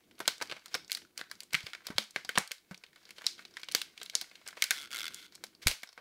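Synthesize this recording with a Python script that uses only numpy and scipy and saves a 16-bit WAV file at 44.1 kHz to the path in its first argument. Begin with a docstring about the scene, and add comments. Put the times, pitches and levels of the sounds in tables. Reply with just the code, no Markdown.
"""Over a faint hiss and light crinkling, sharp snaps break out: hands peel a stiff plastic blister off its card.
Each snap is a kick plus decaying noise, coloured by a buckling facet, the whole shell and the crease.
The glued seam lets go in trains of stick-slip ticks; fingers rub and crinkle the plastic, the card bumps
in damped sine swings and the grip rumbles. A small room answers, and a fast limiter holds down loud cracks."""
import sys
import numpy as np
from scipy import signal
from scipy.fft import rfft, irfft
from scipy.io import wavfile
from scipy.ndimage import uniform_filter1d, minimum_filter1d

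SR = 44100
rng = np.random.default_rng(int(sys.argv[2]) if len(sys.argv) > 2 else 0)


def to_wav(sig):
    """Store sig (one row per channel, or 1-D mono) as 16-bit WAV at the path in sys.argv[1].

    Samples outside -1..1 are clipped; the rate is SR.
    """
    pcm = np.clip(np.atleast_2d(sig), -1, 1) * 32767
    pcm = np.round(pcm).astype(np.int16)
    wavfile.write(sys.argv[1], SR, pcm.T)  # frames by channels


N = 264864
SIZE, TAIL = 2048, 16384  # length of a crack and of a room tail or bump, samples
FREQS = np.maximum(np.arange(SIZE // 2 + 1) * SR / SIZE, 1)  # Hz
AGE = np.arange(SIZE) / SR  # s since a crack began
TIME = np.arange(N) / SR  # s

# Facets that buckle, levels before the common trim:
# t/s, energy level/dB, facet f/Hz, whole-shell level/dB and crease level/dB relative to the facet
SNAPS = [(0.203, -10, 1680, 18.5, -0.5), (0.2562, -21, 2440, -18, -24), (0.2782, 4, 3830, -2, -8),
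         (0.2837, -7, 2310, 0, -21), (0.4138, -10, 2500, 7.5, -19), (0.4187, -13, 2500, 7.5, -11.5),
         (0.4231, -8.5, 5300, 11, -4), (0.498, -17.5, 2560, 2, -32), (0.514, -12.5, 2600, 0.5, -34),
         (0.523, -12, 2440, 6, -33), (0.5658, -22, 2270, 7, -33), (0.6592, -21, 1300, -16, -6.5),
         (0.7502, -7, 2390, 5.5, -7.5), (0.7534, -14.5, 2530, 5, -24), (0.8981, -19.5, 2200, -9, -19),
         (0.908, -23.5, 2480, -28, -2), (0.9179, -4, 2800, -30, 1), (0.9285, -14, 8000, -7, 5),
         (0.9496, -8, 4670, -30, -9), (0.9718, -17.5, 1900, -3, -6), (1.177, -12.5, 2180, -3, 8),
         (1.314, -14, 1410, -34, -10), (1.405, -16.5, 3270, -28, 2), (1.433, -25.5, 8400, -4, -12),
         (1.533, -9.5, 2530, 0, -1), (1.5444, 0, 2240, -14.5, -19), (1.5497, -0.5, 2140, -29, -30),
         (1.6057, -20.5, 2630, -9, -32), (1.667, -13.5, 2400, -7.5, -35), (1.7336, -14.5, 1760, -25, -40),
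         (1.75, -17, 1700, -9, -42), (1.8684, -11.5, 3480, 1.5, -1.5), (1.904, -17.5, 1300, 26, 1.5),
         (1.9826, 3, 3420, -1, -13), (2.108, -27.5, 7240, -28, -15.5), (2.1613, -3.5, 1880, -1.5, -44.5),
         (2.2918, -5.5, 1880, -7, -18.5), (2.3762, 2, 2030, 0, -25), (2.3766, 2.5, 720, -3.5, -39),
         (2.3837, -1, 8000, -17, -25), (2.476, -22, 6000, -10, 3), (2.517, -9, 2100, -28, -3),
         (2.7114, -20.5, 1294, 21.5, 0), (2.745, -22.5, 3220, -23, -17), (2.8377, -22.5, 2650, -5, -36),
         (3.107, -21.5, 2220, -7, -7.5), (3.1832, -21, 3050, 2.5, -37), (3.2663, 2, 4760, -38, -30),
         (3.4518, -21.5, 3230, -7, -27), (3.5694, -13.5, 1940, -19, -39), (3.6328, -15.5, 2570, -9, -44),
         (3.6864, -14, 2900, -9.5, -27), (3.715, -18, 4120, -20, -14), (3.7212, -16, 7100, -24, 0),
         (3.749, 6.5, 3260, -7.5, -7), (3.8164, -8, 3200, -15, -10), (3.9775, -21, 3150, -16, -19),
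         (4.0312, -17.5, 8000, -19, 12), (4.061, -20, 3540, -23, -16), (4.098, -16, 4000, -27, -12),
         (4.1527, 1.5, 5300, -13.5, -28), (4.213, -10.5, 8000, -8, 7), (4.3553, -25, 3030, -27, -18),
         (4.4765, -16.5, 8000, -7, -14), (4.486, -18, 1560, -14, -6.5), (4.6225, 3.5, 2180, -32, -9),
         (4.6403, -3.5, 1590, -21.5, 0.5), (4.7078, 5, 1520, -13, -3), (4.7129, -3.5, 1740, -21, -46),
         (5.1447, -16.5, 8100, -32, -24), (5.3527, -25.5, 7710, -13, -32), (5.4389, -13.5, 3050, 5, 1.5),
         (5.67, 11.5, 2530, -0.5, -0.5), (5.6814, -1.5, 2960, -23, 3), (5.7133, -8.5, 2630, -0.5, -10),
         (5.8329, -14.5, 1910, -2, -9.5), (5.9775, -20.5, 2470, 15, -23)]


def snaps(trim_db=0.15, own_share=0.76, places=16):
    """Each facet pops over with its own pitch and ring; its reflections cycle through a set of places."""
    out, tails = np.zeros(N), room(places)
    for k, (s, db, hz, body_db, crease_db) in enumerate(SNAPS):
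        gain = facet(hz, body_db, crease_db)
        size = undb(db + trim_db)
        add(out, s, size * crack(gain, ring_time(db, hz, body_db)))
        # the walls hear the shell from all sides, which evens out the facet's colour
        to_walls = unit(causal(gain ** own_share))
        add(out, s, size * through(tails[k % len(tails)], to_walls))
    return out


RING_T60_S, RING_HZ = 0.01, 2800  # base ring of a 0 dB snap on a lone facet of this pitch
# a facet this much louder, or higher, is tauter and rings half as long
RING_HALVES_DB, RING_HALVES_OCTAVES = 31, 4
SHELL_RING = 0.48  # power law: the more the whole shell joins in, the longer the ring


def ring_time(db, hz, body_db):
    """T60 of a snap's fast waves in s: short for a taut facet, longer when the whole shell shakes."""
    halvings = db / RING_HALVES_DB + np.log2(hz / RING_HZ) / RING_HALVES_OCTAVES
    return RING_T60_S * 0.5 ** halvings * (1 + undb(body_db)) ** SHELL_RING


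# Resonances of the shell: f/Hz, width/Hz, lift level/dB
SHELL_MODES = [(496, 290, 5.5), (1545, 130, 6), (2216, 265, 7.5), (3140, 370, 1.5), (4130, 290, 1)]
# How well the shell radiates: f/Hz, level/dB
SHELL_RADIATION = [(40, -19.5), (250, -14.5), (800, -9), (1500, -3), (2700, -3.5), (4500, 3.5),
                   (6700, -2.5), (10500, -5), (15000, -11)]


def facet(hz, body_db, crease_db, q=2.23, body_hz=1200, bass_hz=130, crease_hz=2500):
    """Gain of one buckle: the facet rings, the whole shell knocks below, the crease ticks above."""
    ring = 1 / (1 + (q * (FREQS / hz - hz / FREQS)) ** 2)
    body_lowpass = 1 + np.square(FREQS / body_hz) ** 2
    body_highpass = 1 + np.square(bass_hz / FREQS) ** 2
    body = undb(body_db) ** 2 / body_lowpass / body_highpass
    crease = undb(crease_db) ** 2 / (1 + np.square(crease_hz / FREQS) ** 2)
    return np.sqrt(ring + body + crease) * colour(SHELL_RADIATION) * lifts(SHELL_MODES)


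def crack(gain, t60, scatter=1.61, damp_hz=3000, low_ring=1.72):
    """A sudden kick, then bending waves that bounce around the sheet; the slow ones last longer."""
    noise = rng.standard_normal(SIZE)
    slow = signal.sosfilt(signal.butter(1, damp_hz, fs=SR, output="sos"), noise)
    fast = noise - slow
    waves = scatter * unit(slow * fade(AGE, t60 * low_ring) + fast * fade(AGE, t60))
    waves[0] += 1  # the kick
    polarity = rng.choice([-1, 1])
    return polarity * unit(through(waves, causal(gain)))


# Resonances of the taut flap at the seam: f/Hz, width/Hz, lift level/dB
FLAP_MODES = [(1400, 320, 13.5), (2075, 130, 8), (3424, 280, 10)]
# Pulls on the glued seam: start t/s, end t/s, first slip rate/Hz, last slip rate/Hz,
# first and last energy level/dB of a slip after a typical hold at full force
PULLS = [(4.735, 4.862, 161.6, 131.4, -13, -22.5), (4.906, 5.095, 138, 56, -12, -13.5),
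         (5.105, 5.268, 190, 240, -24.5, -27.5)]
HOLD_S, PULL_ATTACK_S = 0.012, 0.034  # typical hold of the glue; time to take up the slack
SLIP_T60_S, SLIP_UNEVEN = 0.01, 0.1  # ring of a slip's fast waves; timing scatter as a share of the hold


def seam(scatter_db=1.3, slack=0.34, hold_power=0.56):
    """Glue holds and lets go; every slip plucks the same taut flap, the harder the longer it held."""
    out = np.zeros(N)
    flap = facet(hz=2880, body_db=-8.5, crease_db=-5.5) * lifts(FLAP_MODES)
    for start, end, first_rate, last_rate, first_db, last_db in PULLS:
        s = start
        for late, size in rng.standard_normal((60, 2)):
            hold = 1 / np.interp(s, [start, end], [first_rate, last_rate])
            tension = np.interp(s - start, [0, PULL_ATTACK_S], [slack, 1])
            force = tension * (hold / HOLD_S) ** hold_power
            db = np.interp(s, [start, end], [first_db, last_db]) + scatter_db * size
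            slip = force * undb(db) * crack(flap, SLIP_T60_S)
            if s < end:
                add(out, s + SLIP_UNEVEN * hold * late, slip)
            s += hold
    return out


# The backing flexes and bumps the fingers: t/s, f/Hz, level/dB before the soft onset, t60/s
BUMPS = [(1.541, 159, -34.5, 0.056), (1.638, 120, -40, 0.05), (1.902, 240, -24, 0.017),
         (1.954, 112, -44, 0.091), (1.983, 214, -47.5, 0.18), (2.376, 181, -22, 0.029),
         (2.711, 182, -34.5, 0.05), (5.663, 47, -9.5, 0.021)]


def bumps(rise_s=0.002):
    """The card swings a few cycles as a sine, damped by the hands."""
    out, t = np.zeros(N), np.arange(TAIL) / SR
    for s, hz, db, t60 in BUMPS:
        onset = 1 - np.exp(-t / rise_s)
        add(out, s, undb(db) * np.sin(2 * np.pi * hz * t) * fade(t, t60) * onset)
    return out


# A finger or the card drags over the plastic: start t/s, end t/s, drag level/dB before the texture
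SCUFFS = [(0.496, 0.534, -62), (0.699, 0.793, -51.5), (1.181, 1.219, -43), (1.612, 1.73, -53.5),
          (1.839, 1.9, -53), (2.916, 3.15, -66), (3.143, 3.27, -55.5), (3.374, 3.441, -54),
          (3.594, 3.607, -46.5), (3.947, 4.1, -61), (4.449, 4.527, -57), (4.556, 4.64, -50),
          (5.312, 5.36, -59), (5.615, 5.646, -43)]
# Colour of the sliding hiss: f/Hz, level/dB
RUB_COLOUR = [(300, -18), (900, -9), (1700, -1.5), (4500, -1.5), (8000, -9), (15000, -16.5)]
# creaking before a 0 dB snap: length, drag level, dB gained per dB of the snap
STRAIN_S, STRAIN_DB, STRAIN_SHARE = 0.028, -51.5, 0.73


def fingers(tick_db=1, slide_db=-8, rest_db=-70, fidget_db=4, fidgets_per_s=11):
    """Skin catches and slides: crinkles over a soft hiss, swelling as strain builds before each snap."""
    drag = busy() * undb(rest_db + fidget_db * walk(fidgets_per_s))
    for start, end, db in SCUFFS:
        length = max(int((end - start) * SR), 2)
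        add(drag, start, undb(db) * signal.windows.tukey(length, 0.5))
    for s, db, *_ in SNAPS:
        swell = np.linspace(0, 1, int(STRAIN_S * SR))
        add(drag, s - STRAIN_S, undb(STRAIN_DB + STRAIN_SHARE * db) * swell)
    rub = unit(causal(colour(RUB_COLOUR) * lifts(SHELL_MODES)))
    slide = through(rng.standard_normal(N), rub)
    return drag * (undb(tick_db) * crinkle() + undb(slide_db) * slide)


def crinkle(ticks_per_s=140, spread_db=10.0, t60=0.022):
    """A stream of tiny buckles on small facets, uneven in size and spacing, scaled to unit spread."""
    waits, sizes, pitches = rng.standard_normal((2000, 3)).T
    times = np.cumsum(np.exp(0.5 * waits) / ticks_per_s)  # ticks_per_s follows the median wait
    facets = [facet(hz, body_db=0.5, crease_db=-31.0) for hz in (1570, 2160, 3050, 4600)]
    rings = [crack(gain, t60) for gain in facets for _ in range(4)]  # four variants of each
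    shuffled = np.argsort(pitches)
    out = np.zeros(N)
    for s, size, which in zip(times, sizes, shuffled):
        add(out, s, undb(spread_db * size) * rings[which % len(rings)])
    return out / np.std(out)


def ticks(per_s=12, tick_db=-34, spread_db=5.0, hz=3800, pitch_spread=0.49, t60=0.013):
    """Small facets click over now and then, louder when the grip is busier."""
    out = np.zeros(N)
    for k, (late, size, pitch) in enumerate(rng.standard_normal((100, 3))):
        s = abs(k + 1 + 0.5 * late) / per_s
        gain = facet(hz * np.exp(pitch_spread * pitch), body_db=-5, crease_db=-15)
        add(out, s, busy(s) * undb(tick_db + spread_db * size) * crack(gain, t60))
    return out


# How busily the hands shift their hold: t/s, rumble level/dB before trim and waver
GRIP = [(0.0, -80), (0.12, -69), (0.42, -71), (1.42, -74), (1.85, -73), (1.95, -86), (2.35, -71),
        (2.49, -103), (2.71, -77), (2.87, -76.5), (3.78, -73.5), (3.93, -73), (4.5, -76.5), (4.68, -82),
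        (4.9, -69), (5.43, -73.5), (5.63, -71.5), (6.0, -99)]
# Colour of the rumble: f/Hz, level/dB
GRIP_COLOUR = [(25, -21.5), (90, -6), (360, 2.5), (650, -12.5), (3000, -60)]
WAVER_DB = 2.8


def grip(trim_db=1.0, shifts_per_s=16):
    """A dull rumble of low-coloured noise that comes and goes as the hands shift their hold."""
    rumble = through(rng.standard_normal(N), unit(causal(colour(GRIP_COLOUR))))
    return rumble * undb(curve(GRIP) + trim_db + WAVER_DB * walk(shifts_per_s))


# grip level of an ordinary hold; dB of small plastic noises per dB of grip
GRIP_USUAL_DB, FIDGET_SHARE = -77.5, 0.2


def busy(t=TIME):
    """Gain of the small plastic noises: they follow the grip."""
    return undb(FIDGET_SHARE * (curve(GRIP, t) - GRIP_USUAL_DB))


# Decay of the room by band: f/Hz, t60/s
ROOM_T60 = [(400, 0.12), (2300, 0.27), (6000, 0.26), (14000, .22)]
# Colour of the reflections: f/Hz, level/dB
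ROOM_COLOUR = [(100, 6), (1000, 2), (2200, 0), (7000, -2), (15000, -5)]


def room(count, room_db=-13.0, build_s=0.0012):
    """Reflections of a small furnished room, dying band by band; one tail for each place of the source."""
    t = np.arange(TAIL) / SR
    hz = np.maximum(np.arange(TAIL // 2 + 1) * SR / TAIL, 1)
    noise = rfft(rng.standard_normal((count, TAIL))) * colour(ROOM_COLOUR, hz)
    centres, t60s = np.transpose(ROOM_T60)
    # overlapping triangular bands on a log-frequency axis
    bands = [np.interp(np.log(hz), np.log(centres), own) for own in np.eye(len(centres))]
    tails = sum(irfft(noise * band) * fade(t, t60) for band, t60 in zip(bands, t60s))
    build = 1 - np.exp(-(t / build_s) ** 2)
    return [undb(room_db) * unit(tail * build) for tail in tails]


# Colour of the background hiss: f/Hz, level/dB
HISS_COLOUR = [(30, -5.5), (350, -12), (1000, -7.5), (2200, -14), (15000, -13.5)]


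def hiss(level_db=-75):
    """A faint steady background of coloured noise."""
    noise = through(rng.standard_normal(N), unit(causal(colour(HISS_COLOUR))))
    return undb(level_db) * noise


def undb(db):
    """Decibels to gain."""
    return 10 ** (np.asarray(db) / 20)


def colour(points, hz=FREQS):
    """Gain of (Hz, dB) points joined on a log-frequency axis."""
    f, db = np.transpose(points)
    return undb(np.interp(np.log(hz), np.log(f), db))


def lifts(modes):
    """Gain of a few damped resonances."""
    return undb(sum(db / (1 + (2 * (FREQS - hz) / width) ** 2) for hz, width, db in modes))


def curve(rows, t=TIME, axis=1):
    """One column of a table, joined by straight lines in time."""
    columns = np.transpose(rows)
    return np.interp(t, columns[0], columns[axis])


def walk(rate):
    """Random levels held 1 / rate s and smoothed twice; spread near 1."""
    hold = int(SR / rate)
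    steps = np.repeat(rng.standard_normal(N // hold + 1), hold)
    return np.sqrt(2) * uniform_filter1d(uniform_filter1d(steps, hold), hold)[:N]


def fade(t, t60):
    """Exponential decay, 60 dB down after t60."""
    return np.exp(-np.log(1000) * t / t60)


def unit(x):
    """Scale to unit energy."""
    return x / np.sqrt(np.sum(x ** 2))


def add(out, s, x):
    """Mix x into out from time s on."""
    i = max(int(s * SR), 0)
    out[i:i + len(x)] += x[:max(N - i, 0)]


def causal(gain):
    """The promptest (minimum-phase) impulse response that has this gain over frequency."""
    cepstrum = irfft(np.log(gain + 1e-9))
    cepstrum[1:SIZE // 2] *= 2
    cepstrum[SIZE // 2 + 1:] = 0
    return irfft(np.exp(rfft(cepstrum)))


def through(x, response):
    """Pass x through an impulse response."""
    return signal.fftconvolve(x, response)[:len(x)]


def scene():
    """The pack close up, the room behind it, and a faint steady hiss."""
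    small_sounds = fingers() + ticks() + grip() + bumps() + seam()
    echo = through(small_sounds, room(count=1)[0])
    mix = snaps() + small_sounds + echo + hiss()  # the snaps bring their own reflections
    return mix[None]


CEILING_DB, TOP_HZ = -7, 15600  # limiter ceiling; edge of the steep treble cut


def record(dry, size=65):
    """A look-ahead limiter, its window in samples, holds the peaks; the top is cut steeply."""
    gain = np.minimum(1, undb(CEILING_DB) / (np.abs(dry) + 1e-9))
    gain = uniform_filter1d(minimum_filter1d(gain, size), size)
    treble_cut = signal.ellip(8, 0.2, 70, TOP_HZ, fs=SR, output="sos")
    return signal.sosfilt(treble_cut, dry * gain)


dry = scene()
out = record(dry)
to_wav(out)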